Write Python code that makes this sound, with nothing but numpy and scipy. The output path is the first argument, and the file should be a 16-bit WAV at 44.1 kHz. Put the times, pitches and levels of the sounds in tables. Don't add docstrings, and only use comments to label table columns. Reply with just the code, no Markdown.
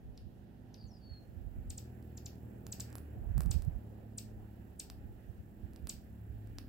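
import sys
import numpy as np
from scipy import signal
from scipy.fft import rfft, irfft
from scipy.io import wavfile
from scipy.ndimage import uniform_filter1d

SR = 44100
rng = np.random.default_rng(int(sys.argv[2]) if len(sys.argv) > 2 else 0)


def master_out(mix):
    frames = np.transpose(np.atleast_2d(mix))
    ceiling = np.clip(frames, -1, 1)
    pcm = np.round(ceiling * 32767).astype(np.int16)
    wavfile.write(sys.argv[1], SR, pcm)


def invert_db(level):
    return 10 ** (np.asarray(level, dtype=float) / 20)


N = 294588
TIME = np.arange(N) / SR
FREQ = np.maximum(np.fft.rfftfreq(N, 1 / SR), 1)

# (frequency [Hz], density [dB per Hz])
TOWN_SPECTRUM = [(25, -19.5), (50, -11.5), (110, -5.5), (260, -13.5), (400, -18), (780, -21), (1100, -37),
                 (1800, -35), (2150, -45), (2800, -41), (3500, -44), (8500, -51), (13000, -48.5),
                 (16000, -52)]
TOWN_DB = -62
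# (frequency [Hz], likeness [0-1])
PORT_LIKENESS = [(60, 1), (300, 0.51), (700, 0.07), (1500, 0), (3000, 0.03), (7000, 0.15), (15000, .01)]
# (frequency [Hz], left minus right [dB])
PORT_TILT = [(60, -10.5), (110, -7.5), (200, -9.5), (380, -7), (700, -0.5), (1290, -6.0), (2380, -11),
             (4400, -2), (8120, -3.5), (15000, -9.5)]
# (frequency [Hz], level [dB])
FAN_LINES = [(59.2, -63), (107.7, -61), (193.8, -69), (215.3, -65.5), (249, -67.5), (301.5, -74),
             (345, -75), (409.1, -79)]
TRAFFIC_S, TRAFFIC_WIDTH_S, TRAFFIC_DB, QUIET_DB = 3.14, 1.1, 5, -1
# (time [s], width [s], low-mid lift [dB], mid lift [dB])
SCUFFLES = [
    (2.92, 0.11, -0.5, 6.5),
    (3.48, 0.13, 2, 5),
]

# (middle [s], length [s], level [dB], left minus right [dB])
GUSTS = [
    (0.147, 0.29, -52, 7),
    (1.46, 0.39, -49.5, -16),
    (1.679, 0.14, -44.5, -1),
    (3.486, 0.58, -39.5, -18.5),
    (4.356, 0.23, -50, -4),
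    (5.035, 0.32, -47.5, -1),
    (5.85, 0.57, -53, -6),
    (6.6, 0.33, -48, 2),
]
CALM_DB, CALM_PAN_DB, GUST_EDGE_S = -61, -5, .06
# (time [s], level [dB], frequency [Hz], port [0 left, 1 right])
BUFFETS = [(0.101, -41.5, 56, 1), (0.266, -38.5, 68, 1), (0.851, -39, 73.4, 1), (1.12, -37.5, 75, 1),
           (1.376, -35, 76, 1), (1.47, -34, 71.5, 1), (1.584, -34.5, 76, 1), (1.586, -38.5, 55.6, 0),
           (1.694, -41, 78, 1), (1.695, -38.5, 77.5, 0), (3.174, -37, 91, 1), (3.206, -41, 58.5, 1),
           (3.311, -25, 88.9, 1), (3.366, -22, 50.6, 1), (3.4, -25, 73, 1), (3.465, -23, 58.6, 1),
           (3.501, -26, 90, 1), (3.561, -20, 68.5, 1), (3.682, -23.5, 86, 1), (3.76, -32.5, 62.1, 1),
           (4.376, -45, 66.26, 0), (5.059, -37.5, 89, 1), (5.293, -35.5, 62.6, 1), (5.399, -37.5, 75, 0),
           (5.644, -32, 77.34, 1), (5.843, -34, 64, 1), (6.304, -38, 66.6, 1), (6.354, -38.5, 52.5, 1),
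           (6.52, -45, 65.6, 0)]

# (time of bend [s], held pitch [Hz], hold [ms], fall [Hz per ms], level [dB])
CHIRPS = [(0.176, 6160, 3.9, 990, -54), (0.742, 6830, 3.1, 850, -51), (1.7027, 8680, 8.2, 964, -39.5),
          (1.78, 8120, 6.9, 733, -40), (2.175, 7540, 6.4, 647, -45.5), (2.2603, 7630, 4.55, 730, -40),
          (2.7241, 8100, 6.9, 729.5, -35.5), (2.8031, 8373, 5.4, 755, -35), (3.5117, 8400, 6.5, 920, -33.5),
          (4.182, 8690, 8.5, 901, -35), (4.7973, 8700, 6.7, 926, -35), (5.8943, 8732, 5.8, 930, -32.5)]
BEND_MS, SWELL_DB, FADE_DB_PER_MS, CHIRP_END_HZ = 1.118, 17, 2.33, 1680
OCTAVE_DB, RASP = -11, .17
OCTAVE_END_HZ, OCTAVE_FADE_HZ = 4000, 1390
CHIRP_PAN_DB, PAN_PER_DB = 1.2, -0.03
# (time [s], ring [dB], knock and treble against the ring [dB], left minus right [dB])
SNAPS = [(0.176, -65.5, -4, 3), (0.742, -67, -9, 7), (3.5125, -52, -1.5, 0.5), (2.0252, -59, -23, 0),
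         (2.3547, -72, -7, -3), (2.6663, -42.5, -13, 6), (2.7979, -39.5, -24.5, 0), (2.902, -70, 6, -2),
         (2.9275, -60, 2, 5), (2.9536, -47.5, 1, 5.5), (2.982, -56.5, 1, 9), (3.379, -55, 11, 5.5),
         (3.4057, -54, 13, 1.5), (3.4186, -57.5, 1, 21), (3.4335, -53, -15, 13), (3.4594, -55, -5, 7),
         (3.5407, -54, -8, 3), (3.621, -49, -12, 8), (3.649, -65.5, 0, -1), (4.1345, -81, -4, 0),
         (4.8997, -30.5, -40.5, 8), (5.7335, -59, -13, 6), (5.7604, -42.5, -35, 4.5), (5.8709, -35, -27, 7),
         (6.4722, -64, -8, 6), (6.5843, -26, -55, 7), (6.598, -73, -12, -1)]
# (frequency [Hz], bandwidth [Hz], level [dB])
BILL_MODES = [(2580, 1300, -56), (5200, 2800, -2), (8470, 610, 9), (11400, 7200, 24.5), (16000, 1300, -10)]
TREBLE_DB, TREBLE_PER_BREADTH = -2, 0.56
# (delay [ms], level [dB])
ECHOES = [(4.3, -13), (9.5, -18), (15, -21)]
# (frequency [Hz], decay time t60 [s], level [dB])
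YARD = [(1240, 0.44, -19.5), (2680, 0.25, -11.5), (4580, 0.3, -19), (7300, 0.29, -28), (12400, 0.23, -6)]
FAR_WET_DB, SNAP_WET_DB = -2, -5

# (time [s], frequency [Hz], level [dB])
SONG = [
    [(.77, 4850, -80), (.80, 4700, -70), (.825, 4580, -65), (.85, 4480, -71), (.89, 4400, -86)],
    [(.862, 7830, -92), (.872, 7000, -75), (.885, 6250, -71), (.9, 5750, -72), (.92, 5350, -73),
     (.95, 5000, -72), (.975, 4850, -75), (1.0, 4750, -88)],
    [(1.008, 4530, -80), (1.04, 4490, -71), (1.1, 4400, -65), (1.185, 4240, -66), (1.2, 4220, -78),
     (1.215, 4190, -77), (1.23, 4170, -92)],
]
SONG_ROUGH = [.92, .7, .15]

# (time [s], beat rate [beats per s], level [dB])
WING = [(1.05, 43, -71), (1.2, 43.2, -60), (1.5, 42.5, -58), (1.85, 40.2, -52.5), (2.1, 39.6, -50),
        (2.7, 38.6, -52), (3.2, 37.6, -52.5), (3.9, 35.9, -54), (4.15, 35.8, -57.5), (4.5, 35.8, -53.5),
        (5.4, 35.7, -56.5), (6.0, 36, -53), (6.68, 34.4, -54)]
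# (multiple [-], level [dB])
STROKE = [(1, -10), (2, -1), (3, 0), (4, -14), (5, -11), (6, -14), (7, -17), (8, -16), (9, -15), (10, -21),
          (11, -24), (12, -23)]
REST_DB = -75
FEATHER_DB, FEATHER_PER_DB, STIR_PER_DB = -88.5, 0.6165, 0.224

# (time [s], frequency [Hz], level [dB])
PASSER = [(4.88, 750, -90), (4.92, 770, -71), (5.0, 800, -73), (5.1, 840, -78), (5.2, 870, -92)]
# (frequency [Hz], left [dB], right [dB], left lag [rad])
PORTS = [(800, 1, 2, .05), (1500, -4, 2, .1), (2200, -11, -2, .05), (3200, -5, -4, .2), (5000, 3, 2, .5),
         (6400, -2.5, -3.5, .8), (7700, 3, 2, 1.5), (8600, -3, -3, 1.8), (9600, -4, -1, 2.2),
         (12000, -2, 1, 2.1), (15500, -2, 0, 2.4)]


def curve(rows, column):
    rows = np.array(rows, float)
    return np.interp(TIME, rows[:, 0], rows[:, column])


def shape(rows, column=1):
    rows = np.array(rows, float)
    return np.interp(np.log(FREQ), np.log(rows[:, 0]), rows[:, column])


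def band(hz, octaves):
    return np.exp(-.5 * (np.log2(FREQ / hz) / octaves) ** 2)


def noise(gain):
    x = irfft(rfft(rng.standard_normal(N)) * gain, N)
    return x / x.std()


def walk(rate_hz):
    return noise(1 / (1 + (FREQ / rate_hz) ** 2))


def bump(s, width_s):
    return np.exp(-.5 * ((TIME - s) / width_s) ** 2)


def place(x, pan_db):
    return np.array([x * invert_db(pan_db / 2), x * invert_db(-pan_db / 2)])


def swells():
    low = QUIET_DB + TRAFFIC_DB * bump(TRAFFIC_S, TRAFFIC_WIDTH_S)
    mid = STIR_PER_DB * (curve(WING, 2) - REST_DB)
    for s, width_s, low_db, mid_db in SCUFFLES:
        shuffle = bump(s, width_s)
        low = low + low_db * shuffle
        mid = mid + mid_db * shuffle
    return low, mid


def town_noise():
    like = np.clip(shape(PORT_LIKENESS), 0, 1)
    colour = invert_db(shape(TOWN_SPECTRUM))
    unit = invert_db(TOWN_DB) / np.sqrt(np.sum(colour[FREQ > 150] ** 2))
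    low_swell, mid_swell = swells()
    centres = 30 * 2. ** np.arange(10)
    share = np.array([band(hz, 0.5) ** 2 for hz in centres])
    out = 0
    for hz, part in zip(centres, np.sqrt(share / share.sum(0))):
        pair = []
        for sign in (1, -1):
            gain = colour * part * np.sqrt((1 + sign * like) / 2 + 1e-9)
            pair.append(np.sqrt(np.sum(gain ** 2)) * noise(gain))
        mid, side = pair
        swell = mid_swell if hz > 1000 else low_swell
        drift_db = swell * (200 < hz < 3000) + 1.36 * walk(7.5)
        out = out + unit * invert_db(drift_db) * np.array([mid + side, mid - side])
    tilt = invert_db(shape(PORT_TILT) * np.array([[.5], [-.5]]))
    return irfft(rfft(out) * tilt, N)


def fan_hum():
    hum = 0
    for hz, db in FAN_LINES:
        level = np.sqrt(2) * invert_db(db + 2.3 * walk(2.5))
        turns = hz * np.cumsum(1 + .003 * walk(2.5)) / SR
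        hum = hum + level * np.sin(2 * np.pi * turns)
    return place(hum, -0.52)


def gusts():
    side = np.array([[.5], [-.5]])
    power = invert_db(CALM_DB + side * CALM_PAN_DB) ** 2
    for s, length_s, db, pan_db in GUSTS:
        gate = np.clip((length_s / 2 - np.abs(TIME - s)) / GUST_EDGE_S + .5, 0, 1)
        power = power + (invert_db(db + side * pan_db) * gate ** 2) ** 2
    return np.sqrt(power)


def breeze():
    rumble = [noise(band(42.2, 0.62)) * gain * invert_db(0.84 * walk(26) - 4.0) for gain in gusts()]
    out = np.array(rumble)
    flutter = noise(band(139.0, 0.42))
    t = np.arange(-3000, 3000) / SR
    chance = rng.uniform(-0.71, 1, (len(BUFFETS), 2))
    for (s, db, hz, port), (turn, edge) in zip(BUFFETS, chance):
        i = int(s * SR) - 3000
        slap = np.cos(2 * np.pi * hz * t * (1 + 0.41 * edge * hz * t) + 1.1 * turn)
        slap += invert_db(-14.0 + 0.091 * (db + 32.5)) * flutter[i:i + len(t)]
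        out[int(port > .5), i:i + len(t)] += invert_db(db) * slap * np.exp(-.5 * (t * hz / 0.81) ** 2)
    return out


def chirps():
    out = np.zeros((2, N))
    ms = np.arange(-600, 700) / SR * 1000
    rasp = 1 + RASP * walk(2100)
    for s, top_hz, hold, fall, db in CHIRPS:
        hz = top_hz - fall * BEND_MS * np.logaddexp(0, ms / BEND_MS)
        hz = hz - 250 * np.exp(-(ms + hold) / 0.95).clip(0, 2)
        hz = CHIRP_END_HZ + 600 * np.logaddexp(0, (hz - CHIRP_END_HZ) / 600)
        swell_db = SWELL_DB * (ms - 1.2) / (hold + 3.3)
        fade_db = -FADE_DB_PER_MS * (ms - 1.2)
        level_db = db + np.minimum(swell_db, fade_db)
        gate = np.clip((ms + hold) / 2.9, 0, 1) * np.clip((hz - CHIRP_END_HZ - 150) / 500, 0, 1)
        envelope = uniform_filter1d(gate * invert_db(level_db), size=30)
        phase = 2 * np.pi * np.cumsum(hz) / SR
        octave = invert_db(OCTAVE_DB) * np.clip((hz - OCTAVE_END_HZ) / OCTAVE_FADE_HZ, .15, 1)
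        i = int(s * SR) - 600
        tone = (np.sin(phase) + octave * np.sin(2 * phase + 1)) * rasp[i:i + len(ms)]
        pan_db = CHIRP_PAN_DB + PAN_PER_DB * (db + 47)
        out[:, i:i + len(ms)] += place(envelope * tone, pan_db)
    return out


def snaps():
    out = np.zeros((2, N))
    t = np.arange(400) / SR
    chance = rng.standard_normal((len(SNAPS), 2 * len(BILL_MODES)))
    for (s, db, knock_db, pan_db), z in zip(SNAPS, chance):
        treble_db = TREBLE_DB + TREBLE_PER_BREADTH * knock_db
        ring = 0
        for k, (hz, width_hz, mode_db) in enumerate(BILL_MODES):
            level = invert_db(mode_db + 0.41 * z[k] + treble_db * (hz > 7000))
            mode_hz = hz * (1 + 0.078 * z[-1 - k])
            ring = ring + level * np.exp(-np.pi * width_hz * t) * np.sin(2 * np.pi * mode_hz * t)
        thud = (1 - np.exp(-t / 0.00004)) ** 2 * np.exp(-t / 0.00031) * np.cos(2 * np.pi * 700 * t)
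        knock = invert_db(knock_db + 7.0) * thud
        i = int((s + .001) * SR)
        out[:, i:i + len(t)] += place(invert_db(db + 3) * (ring + knock), pan_db - 10)
    return out


def echoes(x):
    out = 0
    for ms, db in ECHOES:
        left = np.roll(x[0], int(ms * SR / 1000))
        right = np.roll(x[1], int(ms * SR / 990))
        out = out + invert_db(db) * np.array([left, right])
    return out


def yard(x, wet_db):
    t = TIME[:SR // 2]
    tails = np.zeros((2, len(t)))
    for hz, t60, db in YARD:
        patchy = walk(180)[:2 * len(t)].reshape(tails.shape)
        wash = noise(band(hz, 0.39))[:2 * len(t)].reshape(tails.shape)
        decay = invert_db(-60 * t / t60) * np.clip(t / 0.0044, 0, 1)
        tails += invert_db(db - 24.5 + 2.04 * patchy) * wash * decay
    return invert_db(wet_db) * signal.fftconvolve(x, tails, axes=1)[:, :N]


def songbird():
    out = 0
    for note, rough in zip(SONG, SONG_ROUGH):
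        sounding = 1. * (TIME > note[0][0]) * (TIME < note[-1][0])
        gate = uniform_filter1d(sounding, size=300)
        flutter = np.sqrt(1 - rough ** 2) + rough * walk(160)
        whistle = np.sin(2 * np.pi * np.cumsum(curve(note, 1)) / SR)
        out = out + np.sqrt(2) * gate * invert_db(curve(note, 2)) * flutter * whistle
    return out


def wings():
    phase = 2 * np.pi * np.cumsum(curve(WING, 1) * (1 + .004 * walk(3))) / SR
    effort_db = curve(WING, 2)
    since_start = TIME - WING[0][0]
    whir = sum(invert_db(db + 3.34 * walk(2.1)) * np.cos(k * phase - 0.922 * k) for k, db in STROKE)
    whir = whir * invert_db(effort_db - 0.24) * np.clip(since_start * 20, 0, 1)
    stroke = 1 + 0.32 * np.cos(phase) * np.clip(since_start * 5, 0, 1)
    colour = band(16160, 0.27) + invert_db(-5) * band(7440, 0.06) + invert_db(-11.5) * band(10000, .3)
    feather = stroke * invert_db(FEATHER_DB + FEATHER_PER_DB * (effort_db - REST_DB) + 0.5)
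    hiss = np.array([noise(colour) * feather for _ in range(2)])
    return place(whir, 0.04) + hiss * invert_db(np.array([[-1.5], [1.5]]))


def passer():
    level = invert_db(curve(PASSER, 2) + 2 * walk(25))
    return level * np.sin(2 * np.pi * np.cumsum(curve(PASSER, 1)) / SR)


def ports(x):
    left_db, right_db, lag = (shape(PORTS, column=c) for c in (1, 2, 3))
    cepstrum = irfft(np.log(invert_db(right_db)), N)
    cepstrum[1:N // 2] *= 2
    cepstrum[N // 2 + 1:] = 0
    right = np.exp(rfft(cepstrum))
    left = right * invert_db(left_db - right_db) * np.exp(-1j * lag)
    return irfft(rfft(x) * np.array([left, right]), N)


def scene():
    beds = town_noise() + fan_hum() + breeze()
    calls, clicks = chirps(), snaps()
    far = place(invert_db(1.0) * songbird(), .1)
    sent = calls + invert_db(SNAP_WET_DB) * clicks + invert_db(FAR_WET_DB) * far
    voices = calls + echoes(calls) + clicks + far + yard(sent, wet_db=-1.5)
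    return ports(voices) + wings() + beds + place(passer(), -8.0)


def band_limit(x):
    return signal.sosfilt(signal.butter(12, 16670, fs=SR, output="sos"), x)


def record(dry):
    low_cut = signal.butter(2, 37, "highpass", fs=SR, output="sos")
    top_cut = signal.ellip(7, .5, 28, 15800, fs=SR, output="sos")
    mix = signal.sosfilt(np.vstack([low_cut, top_cut]), dry)
    return band_limit(mix)


dry = scene()
out = record(dry)
master_out(out)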